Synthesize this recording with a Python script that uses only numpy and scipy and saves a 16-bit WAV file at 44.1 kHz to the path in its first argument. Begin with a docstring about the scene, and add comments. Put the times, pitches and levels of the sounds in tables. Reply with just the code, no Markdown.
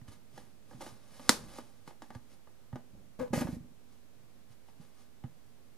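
"""In a quiet small room, a thin blade ticks and scrapes along the tape of a cardboard box.
Hands bump the hollow panels and push the box about, and the taut tape parts with one sharp snap.
Later the box squeaks as it sticks and slips on the table. A second strip of tape rips free and
drags the box along in quick, thumping hops. Two close microphones hear it all, with a short echo."""
import sys
import numpy as np
from scipy import signal
from scipy.fft import rfft, irfft
from scipy.io import wavfile

SR = 44100
rng = np.random.default_rng(int(sys.argv[2]) if len(sys.argv) > 2 else 0)


def transcribe(signal):
    """Save signal, clipped to [-1, 1], as a 16-bit WAV file at the path in sys.argv[1]."""
    frames = np.atleast_2d(signal).T
    limited = np.clip(frames, -1, 1)
    pcm = np.round(limited * 32767).astype(np.int16)
    wavfile.write(sys.argv[1], SR, pcm)


N = 254456
T = np.arange(N) / SR
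SNAP_S = 1.2922
PANEL_PAN_DB = -5  # panel thumps are louder on the right


def undb(db):
    """Turn decibels into a gain to multiply by."""
    return 10 ** (np.asarray(db) / 20)


def unit(x):
    """Scale a sound to an average (rms) level of 1."""
    return x / np.sqrt(np.mean(x ** 2))


def fade(t60, size):
    """A gain that dies away by 60 dB in t60 seconds. Tables call this time ring_s."""
    return np.exp(-np.log(1000) * T[:size] / max(t60, 1e-4))


def colour(x, points, size=4096):
    """Shape the tone of a sound with rows of pitch_hz, level_db; white noise keeps its power."""
    hz, db = np.transpose(points)
    grid = np.maximum(np.fft.rfftfreq(size, 1 / SR), 1)
    log_gain = np.log(undb(np.interp(np.log(grid), np.log(hz), db)))
    # build the filter so that it never sounds ahead of its input
    first_half = (np.arange(size) > 0) & (np.arange(size) < size // 2)
    response = irfft(np.exp(rfft(2 * irfft(log_gain) * first_half)))
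    return signal.fftconvolve(x, response / np.linalg.norm(response))[:len(x)]


def split(x, hz, order=2):
    """Return the parts of a sound below and above a frequency."""
    return [signal.sosfilt(signal.butter(order, hz, side, fs=SR, output="sos"), x)
            for side in ("low", "high")]


def ring(modes, size=12000):
    """A struck object rings with fading tones, one per row of pitch_hz, level_db, ring_s."""
    return sum(undb(db) * fade(t60, size) * np.sin(2 * np.pi * hz * T[:size]) for hz, db, t60 in modes)


def add(out, s, x, pan_db=0):
    """Mix a sound in at s seconds; pan_db is the left level minus the right."""
    i = max(int(s * SR), 0)
    out[:, i:i + len(x)] += undb(np.array([[pan_db], [-pan_db]]) / 2) * x[:N - i]


def gesture(s, db, rise, fall, hold=0):
    """A gain that peaks at time s, holds and dies away; rise and fall are seconds per 20 dB."""
    before = np.maximum(s - T, 0) / rise
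    after = np.maximum(T - s - hold, 0) / fall
    return undb(db - 20 * np.minimum(before + after, 8))


def gestures(rows):
    """The joint gain of overlapping gestures, whose powers add."""
    return np.sqrt(sum(gesture(*row) ** 2 for row in rows))


def crackle(rate, spread_db, hiss):
    """Glue threads or fibres let go: about rate uneven clicks a second, over a smooth rub."""
    strength = undb(spread_db * np.clip(rng.standard_normal(N), -2, 2)) * rng.choice([-1, 1], N)
    clicks = unit(strength * (rng.random(N) < rate / SR))
    return unit(clicks + hiss * rng.standard_normal(N))


def room_air():
    """Quiet room air with a faint wavering hum, and the hiss of each microphone."""
    # tone of the air and hiss: pitch_hz, level_db
    air_tone = [(20, -5.5), (40, -7), (70, -5.5), (110, -2), (160, -7), (240, -6), (330, -10.5),
                (500, -11.5), (800, -17), (1400, -20), (2200, -22.5), (5000, -25.5), (10000, -28),
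                (15000, -30)]
    shared, left, right = (colour(rng.standard_normal(N), air_tone) for _ in range(3))
    air = undb(-5.5) * split(shared, 1500, order=1)[0] + undb(-1) * np.array([left, right])
    hum = unit(signal.fftconvolve(rng.standard_normal(N), ring([(241, 0, .4)]))[:N])
    return undb(-63) * air + undb(-75) * hum


def blade_ticks(size=4096):
    """Each catch of the blade is a short crack that knocks the flap, with a crumbling tail."""
    # catches of the blade: start_s, strength_db, treble_db
    catches = [(0.015, -41, 21), (0.081, -33.5, 32.5), (0.378, -23, 11), (0.712, -28, -10.5),
               (0.732, -30, -8), (0.808, -20, -6), (0.822, -23.5, -12), (0.865, -20, 6), (1.196, -25, 6),
               (1.586, -17, 2.5), (1.877, -22.5, 9), (1.909, -28.5, -5), (2.021, -21.5, 9.5),
               (2.105, -23, 3), (2.15, -24, 6), (2.473, -33, -4), (2.729, -25.5, -15), (2.758, -18, -0.5),
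               (3.335, -18.5, -16), (3.413, -19.5, -1), (3.472, -17, -11), (4.686, -36, -3),
               (5.239, -26, -8)]
    # tone of a tick: pitch_hz, level_db
    tick_tone = [(120, -36.5), (200, -1.5), (804, -3), (1460, -11), (1910, -12), (2510, -25.5), (2850, -20),
                 (4720, -26), (6190, -26.5), (7970, -31.5), (12500, -32.5), (15000, -40.5)]
    # tones of the stiff flap under the blade: pitch_hz, level_db, ring_s
    flap_tones = [(930, 0, .022), (1230, -5, .016)]
    # the blade's place as it crosses between seams: time_s, left_minus_right_db
    blade_path = [(1.6, -3), (1.85, 0.7)]
    out = np.zeros((2, N))
    flap = ring(flap_tones, size)
    knock = undb(-9.5) * flap / np.linalg.norm(flap)
    for s, db, treble_db in catches:
        crumbs = rng.standard_normal(size) * (fade(0.066, size) + undb(-15.5) * fade(0.14, size))
        crack = undb(-5) * signal.unit_impulse(size) + crumbs / np.linalg.norm(crumbs)
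        low, high = split(colour(crack, tick_tone), 2500, order=1)
        tick = low + undb(treble_db) * high * fade(.07, size) + knock  # the treble dies first
        pan_db = np.interp(s, *np.transpose(blade_path))
        add(out, s, undb(db) * tick / np.linalg.norm(tick), pan_db)
    return out


def panel_thump(hz, t60):
    """A pushed panel swings, with a weaker overtone; the air inside swings against it. Peak 1."""
    # tone of the air in the box: pitch_hz, level_db, ring_s
    box_air = [(253.7, -12, 0.1)]
    swing = ring(box_air) - ring([(hz, 0, t60), (hz * 1.7, -14, .038)])
    muffled = split(swing, 420, order=3)[0]
    thump = split(muffled, 69)[1]
    return thump / abs(thump).max()


def hand_bumps():
    """Fingers and blade bump the hollow panels; the pitch depends on the grip."""
    # soft bumps: start_s, peak_db, pitch_hz
    bumps = [(0.016, -43, 119), (0.082, -43.5, 93), (0.34, -52, 141), (0.745, -42, 131.6),
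             (0.921, -49, 117), (1.197, -45.5, 254.6), (1.584, -43.5, 241), (1.875, -47.5, 150.3),
             (2.023, -51, 242.4), (2.102, -50, 226), (2.156, -36.5, 111.2), (2.731, -31.5, 127),
             (2.756, -39, 243), (3.191, -38, 197), (3.305, -36, 132), (4.504, -51.5, 107),
             (4.798, -44, 163), (5.242, -31.5, 131)]
    out = np.zeros((2, N))
    for s, db, hz in bumps:
        add(out, s, undb(db) * panel_thump(hz, t60=.072), PANEL_PAN_DB)
    return out


def blade_scrape():
    """The blade drags through the tape in short, grainy strokes."""
    # strokes of the blade: peak_s, level_db, rise_s, fall_s
    strokes = [(0.085, -57.5, .018, 0.025), (0.124, -57.5, 0.036, 0.06), (0.378, -59.5, 0.087, 0.15),
               (0.712, -65.5, .07, 0.49), (0.814, -48.5, .018, .09), (0.868, -54.5, .04, 0.12),
               (1.15, -60, 0.061, 0.14), (1.285, -56, 0.38, 0.38), (1.58, -53.5, .28, .07),
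               (1.66, -68, 0.11, 0.36), (1.879, -58, 0.025, 0.065), (2.025, -65, 0.014, .12),
               (2.152, -65, 0.069, .07), (2.33, -64.5, .11, .056), (3.93, -71, 0.068, .1),
               (4.52, -67, .05, .05), (4.692, -67, .05, 0.047), (4.815, -66.5, .04, 0.18),
               (5.015, -65, 0.14, 0.072)]
    # tone of the scraping: pitch_hz, level_db
    scrape_tone = [(90, -29.5), (200, -6), (350, -11.5), (500, -7), (680, -11), (1000, -8.5), (1500, -14.5),
                   (2400, -17.5), (3600, -17.5), (5200, -16.5), (8200, -20.5), (9500, -16.5), (12500, -23),
                   (15000, -35.5)]
    grain = colour(crackle(rate=2200, spread_db=5.5, hiss=0.82), scrape_tone)
    return grain * gestures(strokes)


def box_shuffle():
    """The hollow box rumbles as it is pushed, and moving arms stir the air at each microphone."""
    # pushes on the box: peak_s, level_db, rise_s, fall_s
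    pushes = [(0.1, -58, .15, .15), (0.39, -60, .06, 0.24), (0.79, -58, 0.21, 0.37),
              (1.42, -52.5, .35, 0.35), (2.95, -55, 0.065, 0.21), (3.42, -51, .1, 0.38),
              (3.56, -60, .1, 0.13)]
    rumble_tone = [(15, -17), (30, -5), (75, -1), (130, 0), (230, 0),
                   (350, -13), (600, -18.5), (2000, -52)]  # pitch_hz, level_db
    rumble = colour(rng.standard_normal(N), rumble_tone)
    draught = unit(split(rng.standard_normal((2, N)), 45)[0])
    return (rumble + undb(-9) * draught) * gestures(pushes)


def tape_snap(snap_db=-8.5, size=12000):
    """The taut tape parts: a crack, and the lid springs back and rings."""
    # tone of the crack: pitch_hz, level_db
    crack_tone = [(100, -24), (300, -6.5), (700, -9), (1200, -6.5), (2000, -9.5), (2800, -15), (3700, -6),
                  (4700, -3.5), (6500, -6), (9000, -8), (12000, -10), (15000, -16.5)]
    # tones of the ringing lid: pitch_hz, level_db, ring_s
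    lid_tones = [(229.8, -7, .042), (300, -6.5, 0.027), (490, -9, 0.037), (933, -18, 0.031),
                 (1330, 0.5, 0.0063), (2010, -5.5, 0.014), (3720, -9.5, 0.015), (4540, -0.5, 0.0047),
                 (6570, -7.5, 0.0024), (7320, -0.5, 0.001), (11596, -8, 0.0034)]
    out = np.zeros((2, N))
    crack = rng.standard_normal(size) * (fade(0.0099, size) + undb(-8) * fade(0.03, size))
    add(out, SNAP_S + .0003, undb(snap_db - 3.5) * colour(crack, crack_tone), pan_db=-0.26)
    for k, (hz, db, t60) in enumerate(lid_tones):
        travel_s = 0.00092 * (hz / 1000) ** -.5  # high tones cross the card first
        direction = -(-1) ** k  # neighbouring tones swing opposite ways
        add(out, SNAP_S + travel_s, direction * ring([(hz, snap_db + db, t60)]), pan_db=-4)
    return split(out, 70, order=1)[1]  # the small lid gives off little bass


def snap_at_walls():
    """The walls hear every side of the box at once, so the snap reaches them as one smooth pulse."""
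    # tone of the snap, summed over all directions: pitch_hz, level_db
    pulse_tone = [(60, -22), (150, -5.5), (250, 4.5), (370, -3), (490, 2), (760, -9), (950, -1.5),
                  (1350, -3.5), (2000, -8.5), (2800, -10.5), (4600, -3), (7000, -7.5), (11000, -10.5),
                  (15000, -23)]
    return undb(10) * colour(signal.unit_impulse(N, int(SNAP_S * SR)), pulse_tone)


def box_squeak():
    """Cardboard sticks and slips on the table; each slip rings the panels, and the fibres rub."""
    # course of the squeak: time_s, slips_per_s, level_db
    course = [(3.19, 215, -47.5), (3.196, 224, -40.5), (3.212, 270, -42.5), (3.232, 243, -45.5),
              (3.247, 245, -51.5), (3.28, 255, -58.5)]
    # tones of the panels: pitch_hz, level_db, ring_s
    panel_tones = [(260, 2.5, 0.046), (501, 8, 0.053), (1004, 2, 0.02), (1570, -3.5, 0.013),
                   (2100, 3.5, 0.0044)]
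    # tone of the box's side walls: pitch_hz, level_db, ring_s
    side_wall = [(509.6, 1, 0.16)]
    s, hz, db = np.transpose(course)
    slip_count = np.floor(np.cumsum(np.interp(T, s, hz)) / SR)
    slips = np.diff(slip_count, prepend=0) * undb(7.1 * np.clip(rng.standard_normal(N), -1, 1))
    panels = unit(split(signal.fftconvolve(slips, ring(panel_tones))[:N], 1740)[0])
    # pitch_hz, level_db
    rub_tone = [(200, 3), (1000, -2.5), (2200, -24), (3500, -24), (7000, -26), (14000, -28)]
    rub = colour(crackle(rate=2000, spread_db=-3, hiss=0.57), rub_tone)
    push = undb(np.interp(T, s, db, left=-np.inf, right=-np.inf))
    # the side walls swing towards one microphone and away from the other
    sideways = undb(-4) * signal.fftconvolve(slips * push, ring(side_wall))[:N]
    return (undb(4.5) * panels + undb(-1.5) * rub) * push + sideways * np.array([[1], [-1]])


def box_judder(start_s=3.331, hop_s=.0392, count=9):
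    """The dragged box hops from edge to edge; each landing thumps a panel and shakes the table."""
    # tone of the table top: pitch_hz, level_db, ring_s
    table_top = [(62, -41, 0.073)]
    edge_hz = (240.4, 173)  # each edge thumps at its own pitch
    sag_db_per_s, stop_db_per_s, pull_s = 33, 135, 0.21  # hops weaken faster once the pull ends
    out = np.zeros((2, N))
    for k, chance in enumerate(rng.uniform(-1, 1, count)):
        age = k * hop_s
        db = -25 - sag_db_per_s * age - stop_db_per_s * max(age - pull_s, 0)
        hz = edge_hz[k % 2] * (1 + 0.053 * chance)
        thump = panel_thump(hz, t60=0.061)  # dragging shortens the ring
        add(out, start_s + age, undb(db) * thump, PANEL_PAN_DB)
        add(out, start_s + age, np.sin(np.pi * k / count) * ring(table_top))
    return out


def tape_rip(start_s=3.333, rise_s=0.0028, fall_s=0.031):
    """A strip tears free and its end slides off: the glue hisses, and each tug makes the card roar."""
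    # tone of the rip: pitch_hz, level_db
    rip_tone = [(60, -21.5), (120, -8), (240, 2), (380, -12.5), (540, -4.5), (760, -15), (980, -12.5),
                (1200, -18.5), (1900, -17.5), (3200, -26.5), (5000, -23.5), (8000, -26), (12000, -24.5),
                (15000, -39)]
    # tugs on the card: peak_s, level_db
    tugs = [(3.336, -23.5), (3.379, -30.5), (3.417, -30), (3.473, -44)]
    glue = colour(crackle(rate=2500, spread_db=3.5, hiss=0.6), rip_tone)
    roar, hiss = split(glue, 1800, order=1)
    tearing = gesture(start_s, db=-36.5, rise=rise_s, fall=fall_s, hold=0.081)
    sliding = gesture(start_s, db=-53, rise=rise_s, fall=fall_s, hold=0.22)
    running = np.hypot(tearing, sliding)
    tugging = gestures([(s, db, 0.0057, 0.028) for s, db in tugs])
    return hiss * running + roar * np.hypot(tugging, undb(-5) * running)


def room_echo(x, early_db=-8, late_db=-11, low_t60=.3, high_t60=.21, size=24000):
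    """Quick echoes from table and arms, then the walls; only the bass is alike left and right."""
    def echoes(early_gain, late_gain):
        early = unit(rng.standard_normal(size) * fade(0.021, size) * (T[:size] > .002))
        low, high = split(rng.standard_normal(size) * (T[:size] > .007), 1200, order=1)
        late = unit(low * fade(low_t60, size) + high * fade(high_t60, size))
        return signal.fftconvolve(x, early_gain * early + late_gain * late)[:N] / np.sqrt(size)
    middle = echoes(undb(early_db), undb(late_db))
    side = split(echoes(.7 * undb(early_db), .6 * undb(late_db)), 200, order=1)[1]
    return middle + side * np.array([[1], [-1]])


def scene():
    """All the work on the box, heard close up and through the room."""
    handling = blade_ticks() + hand_bumps() + box_judder() + blade_scrape()
    handling = handling + tape_rip() + box_shuffle() + box_squeak()
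    carried = split(handling.mean(axis=0), 170)[1]  # the panels' deep swing is heard only close by
    echo = room_echo(carried + snap_at_walls())
    left, right = handling + tape_snap()
    lag_s = 3e-5  # the right microphone hears the box a little later
    hz = np.maximum(np.fft.rfftfreq(N, 1 / SR), 1)
    right = irfft(rfft(right) * np.exp(-2j * np.pi * hz * lag_s), N)
    return np.array([left, right]) + echo + room_air()


def record(dry):
    """The inputs sit slightly off zero, round off the highest peak and cut the very top of the treble."""
    # resting value of each input, left then right: offset (1 is full scale)
    offsets = [
        [.0002],
        [-.003],
    ]
    ceiling, top_hz = .95, 15200
    rounded = ceiling * np.tanh((dry + np.array(offsets)) / ceiling)
    return signal.sosfilt(signal.ellip(10, .2, 70, top_hz, fs=SR, output="sos"), rounded)


dry = scene()
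out = record(dry)
transcribe(out)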